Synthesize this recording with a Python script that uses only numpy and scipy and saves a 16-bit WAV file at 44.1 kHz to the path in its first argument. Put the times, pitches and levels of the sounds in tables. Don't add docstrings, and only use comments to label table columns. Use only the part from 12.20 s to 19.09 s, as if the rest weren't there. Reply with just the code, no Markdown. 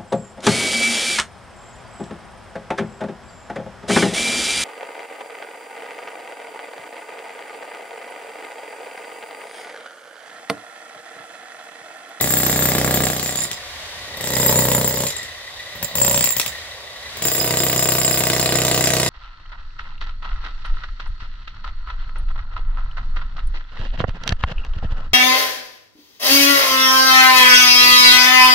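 import sys
import numpy as np
from scipy import signal
from scipy.fft import rfft, irfft, next_fast_len
from scipy.io import wavfile
from scipy.ndimage import uniform_filter1d, map_coordinates

SR = 44100
rng = np.random.default_rng(int(sys.argv[2]) if len(sys.argv) > 2 else 0)


def undo_db(level):
    steps = np.asarray(level, float) / 20
    return 10 ** steps


def wrap_up_sound(samples):
    columns = np.atleast_2d(samples).T
    tamed = np.clip(columns, -1, 1)
    steps = np.round(tamed * 32767).astype(np.int16)
    wavfile.write(sys.argv[1], SR, steps)


N = 303849

CRANK_HZ = 31.47
FULL_PUSH_DB = -22

# start_s, end_s, striker lateness at the start first_ms, at the end last_ms
BURSTS = [
    (0, 1.24, 10.0, 10.5),
    (1.99, 2.85, 5.8, 7.2),
    (3.77, 4.09, 1.6, 4.8),
    (5.13, 6.89, 0.8, -1.2),
]
# time_s, push_db, chisel looseness_db
PUSH = [
    [(0, -27, 4), (.28, -25.5, 0), (.41, -24.5, 1.5), (.55, -23.5, -2), (.83, -23, -0.5), (.96, -30.5, -2),
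     (1.12, -34.5, -4), (1.24, -39, 5)],
    [(1.99, -36, -8.5), (2.13, -26.5, -0.5), (2.28, -20.5, 3), (2.56, -21, 1), (2.71, -28.5, -3),
     (2.85, -27, -3)],
    [(3.77, -27, 0.5), (3.88, -23.5, 2), (3.98, -25.5, -3), (4.09, -37, 2)],
    [(5.13, -31.5, 1.5), (5.26, -25, -1.5), (5.6, -24.5, 1.5), (5.9, -25, 3), (6.14, -23, 0),
     (6.5, -22.5, -1.5), (6.89, -23, -1.5)],
]
# [(centre_hz, width_hz, level_db)]
SPOTS = [
    (1.6, [(65, 40, -8), (142, 65, 4), (340, 130, -5), (460, 110, -4), (570, 96, -6), (700, 80, -8), (1150, 120, -9), (1400, 150, -16), (1700, 250, -7), (3000, 1900, -22)]),
    (3.3, [(66.4, 53, -16), (141, 62, 2.5), (300, 120, -15), (443, 110, -2), (555, 65, -0.5), (870, 80, -5), (1664, 150, -14.5), (3260, 2900, -23.5)]),
    (4.9, [(66, 36, -13), (141, 70, 2), (380, 260, -15.5), (557, 64, 1.5), (920, 240, -11), (1720, 210, -16), (3230, 1100, -13.5)]),
    (7.0, [(66, 33, -16), (138, 62, 1.2), (372, 45, -1.5), (486, 110, -0.7), (655, 75, -2.5), (900, 200, -11.5), (1150, 140, -9), (1500, 200, -8), (1945, 154, -6.5), (3000, 1750, -10)]),
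]


def unit(x):
    return x / np.sqrt(np.mean(x ** 2) + 1e-20)


def along(points, hz):
    f, v = np.transpose(points)
    return np.interp(np.log(hz + 1), np.log(f + 1), v)


def filtered(x, response):
    m = next_fast_len(N + SR // 2)
    return irfft(rfft(x, m) * response(np.fft.rfftfreq(m, 1 / SR)), m)[..., :N]


def resonant(modes, flip=-1):
    def response(f):
        total = 0
        for k, (centre, width, db) in enumerate(modes):
            damping = 1j * f * width
            total = total + flip ** k * undo_db(db) * damping / (centre * centre - f * f + damping)
        return total
    return response


def wobble(rate):
    knots = rng.standard_normal(int(N * rate / SR) + 4)
    return map_coordinates(knots, [np.arange(N) * rate / SR])


def laid(s, rows):
    at = np.round(s * SR).astype(int)[:, None] + np.arange(rows.shape[1])
    return np.bincount(at.ravel(), rows.ravel(), N + SR)[:N]


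def spot_of(hits):
    return np.searchsorted([end for end, modes in SPOTS], hits[:, 0])


def turns():
    s = np.arange(int(N / SR * CRANK_HZ) + 1) / CRANK_HZ
    start, end, first_ms, last_ms = np.transpose(BURSTS)
    drift_ms = np.interp(s, np.ravel([start, end], 'F'), np.ravel([first_ms, last_ms], 'F'))
    when, push_db, _ = np.vstack(PUSH).T
    late_ms_per_db = .12
    late_ms = late_ms_per_db * (FULL_PUSH_DB - np.interp(s, when, push_db))
    return s + (drift_ms + late_ms) / 1000


def blows():
    # time_s, crack_db, slab_db, shank_db, tip_db
    strays = [(1.2516, -20, -32.5, -34, -30), (1.3143, -22, -35.5, -24, -32), (1.876, -55, -42, -60, -60),
              (1.908, -55, -39, -60, -60), (1.94, -50, -38, -55, -50), (1.9707, -29, -34, -44, -29),
              (2.8674, -14.5, -29, -17, -20), (2.9036, -17.5, -45, -34, -37),
              (2.9649, -25, -41, -25.5, -36), (3.0302, -27, -43, -38, -41), (3.5536, -47, -33.5, -48, -38),
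              (3.628, -22, -23.5, -19.5, -20.5), (3.7543, -21.5, -23, -17.5, -17),
              (4.1056, -21, -51, -17, -14.5), (4.166, -18, -27, -21, -18), (4.198, -7, -43, -46, -40),
              (4.2619, -17.5, -30.5, -20.5, -25), (4.9706, -26, -38, -36, -28),
              (5.022, -20, -25.5, -17.5, -19), (5.0524, -21, -20.5, -12, -9), (5.0834, -15, -26, -19, -16),
              (5.1167, -24, -23.5, -17, -12)]
    # crack_db, shank_db, tip_db, crack_slope [dB/s], tip_slope [dB/s] as the tip sinks in
    bite = [
        (-34, -30, -17.5, 1.5, -6.5),
        (-33.5, -28, -20, -0.5, -1),
        (-33, -25.5, -24.5, 14, -2),
        (-35.5, -28, -19.5, 4.5, -4.5),
    ]
    crack_follows, tip_follows = 0.23, 0.38
    s = turns()
    luck = rng.standard_normal((len(s), 5)) * [.00013, 1.5, .8, 2, 2]
    rows = [np.array(strays) + [0, -16.5, -7, -9.5, -8.0]]
    for (start, end, *_), push, levels in zip(BURSTS, PUSH, bite):
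        crack_db, shank_db, tip_db, crack_slope, tip_slope = levels
        on = (s >= start) & (s <= end)
        when, *controls = np.transpose(push)
        push_db, loose_db = (np.interp(s[on], when, c) for c in controls)
        since = s[on] - start
        eased_db = push_db - FULL_PUSH_DB
        crack = crack_db + crack_slope * since + crack_follows * eased_db
        tip = tip_db + tip_slope * since + loose_db + tip_follows * eased_db
        rows.append(np.transpose([s[on], crack, push_db, shank_db + loose_db, tip]) + luck[on])
    return np.vstack(rows)


def slab(hits):
    out = np.zeros(N)
    t = np.arange(SR // 15) / SR
    push = -undo_db(hits[:, 2:3] + 34) * np.exp(-t / .0001)
    habit = rng.standard_normal((len(SPOTS), len(t)))[spot_of(hits)]
    fresh = rng.standard_normal((len(hits), len(t)))
    shaking = undo_db(14 - 60 * t / .06) * habit + undo_db(14.5 - 60 * t / .09) * fresh
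    chatter = undo_db(hits[:, 2:3]) * uniform_filter1d(shaking, size=5)
    for k, (end, modes) in enumerate(SPOTS):
        here = spot_of(hits) == k
        deep_modes = resonant(modes[:2], flip=1)
        heave = lambda f: -undo_db(7) * deep_modes(f) / (1 + 2j * np.pi * f * 0.00096) ** 2
        out += filtered(laid(hits[here, 0], (push + .45 * chatter)[here]), heave)
        out += filtered(laid(hits[here, 0], (push + chatter)[here]), resonant(modes[2:], flip=1))
    t = np.arange(SR // 5) / SR
    edges = rng.standard_normal(len(t)) * undo_db(-60 * t / .16) * (t > .004)
    deep = signal.lfilter([.01], [1, -1.8, .81], edges / np.linalg.norm(edges))
    paths = lambda f: 1 + undo_db(1.5) * rfft(deep, 2 * len(f) - 2)
    return filtered(out, lambda f: paths(f) / np.abs(paths(f)))


def grit(hits):
    # frequency_hz, density_db [dB per Hz]
    grit_spectrum = [(300, -7.5), (1000, -8.5), (2000, -3), (4000, -1.5), (6000, -1), (9000, -5.5),
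                     (13000, -11.5), (16000, -35)]
    crispness = [-6.5, -3, 5, 2.5]
    t = np.arange(SR // 18) / SR
    noise = rng.standard_normal((len(hits), len(t)))
    clumps = undo_db(4.1 * unit(uniform_filter1d(rng.standard_normal(noise.shape), 40)))
    spot = spot_of(hits)
    habit = .75 * rng.standard_normal((len(SPOTS), len(t)))[spot] + .66 * noise
    crisp_db = np.take(crispness, spot)[:, None]
    crack = undo_db(13.5 + crisp_db / 2 - 60 * t / 0.018) * habit
    crackle = undo_db(-crisp_db / 2 - 60 * t / 0.099) * clumps * noise
    sound = laid(hits[:, 0], undo_db(hits[:, 1:2]) * (crack + crackle))
    return filtered(sound, lambda hz: undo_db(along(grit_spectrum, hz) + 7))


def chisel(hits, modes_hz, modes, free, level_db, spread_db, rattle):
    t = np.arange(SR // 10) / SR
    out = np.zeros((2, N))
    for hz, (near_db, wall_db, t60, blur_hz), free_db in zip(modes_hz, modes, free):
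        luck = rng.standard_normal((len(hits), 5))[:, :, None]
        start_db = (level_db + np.take(free_db, spot_of(hits)))[:, None]
        fade = undo_db(start_db - 60 * t / (t60 * np.exp(0.12 * luck[:, 0])))
        ring = fade * np.sin(2 * np.pi * hz * (1 + 0.0024 * luck[:, 1]) * t + np.pi * luck[:, 2])
        rough = 1 + rattle * wobble(2 * blur_hz)
        out[0] += laid(hits[:, 0], undo_db(near_db + spread_db * luck[:, 3]) * ring) * rough
        out[1] += laid(hits[:, 0], undo_db(wall_db + spread_db * luck[:, 4]) * ring) * rough[::-1]
    return out


def sizzle(hits):
    # frequency_hz, density_db [dB per Hz]
    buzz_spectrum = [(4000, -30), (6000, -4), (8000, 3.5), (11000, -3), (14000, 3), (16000, -8)]
    t = np.arange(SR // 16) / SR
    buzz = undo_db(hits[:, 4:5] - 5.5 - 60 * t / 0.14) * rng.standard_normal((len(hits), len(t)))
    return filtered(laid(hits[:, 0], buzz), lambda hz: undo_db(along(buzz_spectrum, hz)))


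def motor():
    # centre_hz, width_hz, level_db
    housing_modes = [(574, 130, 6), (1144, 110, 1.5), (2840, 150, -16), (3640, 250, 1.5), (4650, 85, 3),
                     (4800, 450, -8)]
    gear_modes = [(1885, 90, 2), (1985, 75, 4), (3840, 260, -3.5)]
    # time_s, level_db
    whine = [(0, -36), (.25, -41.5), (.73, -36), (.94, -43.5), (1.25, -36), (1.44, -46), (1.88, -43.5),
             (1.96, -37.5), (2.2, -33), (2.8, -38.5), (3.01, -33), (3.1, -40.5), (3.5, -40), (3.91, -35.5),
             (4.24, -34.5), (4.5, -42.5), (5.03, -40), (5.3, -41), (6.89, -37)]
    idle_db, loaded_db, load_s = -43.5, -38, 0.096
    t = np.arange(N) / SR
    s = turns()
    phase = 2 * np.pi * np.interp(t + 0.0034, s, np.arange(len(s)))
    gear_load = undo_db(7 * np.cos(phase) + 2 * wobble(30))
    gears = unit(filtered(gear_load * rng.standard_normal(N), resonant(gear_modes)))
    housing_load = undo_db(2 * np.cos(phase) + 0.79 * wobble(12))
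    housing = unit(filtered(housing_load * rng.standard_normal(N), resonant(housing_modes)))
    working = np.zeros(N)
    for start, end, *_ in BURSTS:
        working += np.clip(np.minimum(t - start, end - t) / load_s + 1, 0, 1)
    housing_db = idle_db + (loaded_db - idle_db) * working
    return undo_db(np.interp(t, *np.transpose(whine))) * gears + undo_db(housing_db) * housing


def placed(x, tilt, lag, delay_s):
    side = np.array([[.5], [-.5]])
    late_s = delay_s + side * lag / SR
    return filtered(x, lambda hz: undo_db(side * along(tilt, hz)) * np.exp(-2j * np.pi * hz * late_s))


def yard(x):
    # frequency_hz, t60_s
    decay = [(200, 0.79), (2000, 0.091), (10000, 0.33)]
    hz, t, z = signal.stft(rng.standard_normal((2, SR // 3)), SR, nperseg=256)
    fade_db = -60 * t / along(decay, hz)[:, None]
    bass_db = -6.0 * (hz < 800)[:, None] - 27 * (hz < 300)[:, None]
    tail = signal.istft(z * undo_db(fade_db + bass_db), SR, nperseg=256)[1]
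    late = np.pad(x, (150, 0))[None]
    return signal.fftconvolve(late, tail / np.linalg.norm(tail[0]), axes=1)[:, :N]


def air():
    # frequency_hz, density_db [dB per Hz]
    fan_spectrum = [(15, -38), (25, -1), (80, 8), (153, -10.5), (363, -14.5), (607, -8.5), (1290, -7),
                    (1890, -1.5), (2550, -4.5), (3820, -3), (5140, -7), (14000, -24), (16000, -31)]
    # frequency_hz, likeness [-1 to 1]
    likeness = [(60, 0.94), (180, 0.91), (550, 1), (1650, 0.44), (4970, -0.61), (15000, 0.12)]
    turn = lambda hz: np.arccos(np.clip(along(likeness, hz), -1, 1)) / 2
    shares = lambda hz: undo_db(along(fan_spectrum, hz)) * [np.cos(turn(hz)), np.sin(turn(hz))]
    mid, side = filtered(rng.standard_normal((2, N)), shares)
    return undo_db(-36 + 1.9 * wobble(3.42)) * unit(np.array([mid + side, mid - side]))


def scene():
    shank_hz = [4990, 7180, 7475, 9780]
    tip_hz = [12640, 14085, 15540]
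    # to listener near_db, to wall wall_db, t60_s, blur_hz
    shank_modes = [(-13.5, -13, 0.15, 120), (2, -3, 0.083, 150), (4.5, 0.5, 0.07, 82),
                   (-13.5, -10.5, 0.06, 200)]
    tip_modes = [(-9.5, -4.5, 0.051, 100), (-3, -9, 0.12, 49), (-3, -21, 0.064, 300)]
    shank_free = [(-6, -3.5, -10.5, 1), (1, 0.5, 0.5, 0.5), (1, 0, 1.5, -1), (6.5, 5.5, 5.5, 6)]
    tip_free = [(0, 0, 5.4, 0), (0, 0, 4.8, -3), (0, 0, 8.5, 4.5)]
    # frequency_hz, difference_db
    direct_tilt = [(100, -4.5), (500, -2.5), (2000, 2), (5000, 1.5), (9000, 11), (15000, 11.5)]
    wall_tilt = [(100, 0), (500, -0.5), (2000, -24), (5000, -27.5), (9000, -9), (15000, -8)]
    hits = blows()
    steel = chisel(hits, shank_hz, shank_modes, shank_free, hits[:, 3] + 0.67, spread_db=2.5, rattle=0.95)
    steel += chisel(hits, tip_hz, tip_modes, tip_free, hits[:, 4] - 3.5, spread_db=3, rattle=.9)
    thump = slab(hits)
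    crack = grit(hits) + sizzle(hits)
    whirr = motor()
    direct = thump + crack + whirr + steel[0]
    dull = undo_db(-5) * signal.lfilter([.006], [1, -1.845, .851], thump)
    bounced = dull + undo_db(-16.0) * crack + undo_db(-20.0) * whirr + undo_db(-0.5) * steel[1]
    heard = placed(direct, direct_tilt, lag=-3.0, delay_s=0)
    heard = heard + placed(bounced, wall_tilt, lag=-1.32, delay_s=.0171)
    return heard + undo_db(-4) * yard(direct) + air()


def low_pass(x):
    return signal.sosfilt(signal.butter(12, 17120, fs=SR, output="sos"), x)


def record(dry):
    loud = dry / (1 + np.abs(dry / .97) ** 4) ** (1 / 4)
    top = lambda hz: np.clip((16000 - hz) / 350, .001, 1)
    mic = filtered(loud, lambda hz: top(hz) / (1 - 1j * 55 / (hz + 1)) ** 2)
    return low_pass(mic)


dry = scene()
out = record(dry)
wrap_up_sound(out)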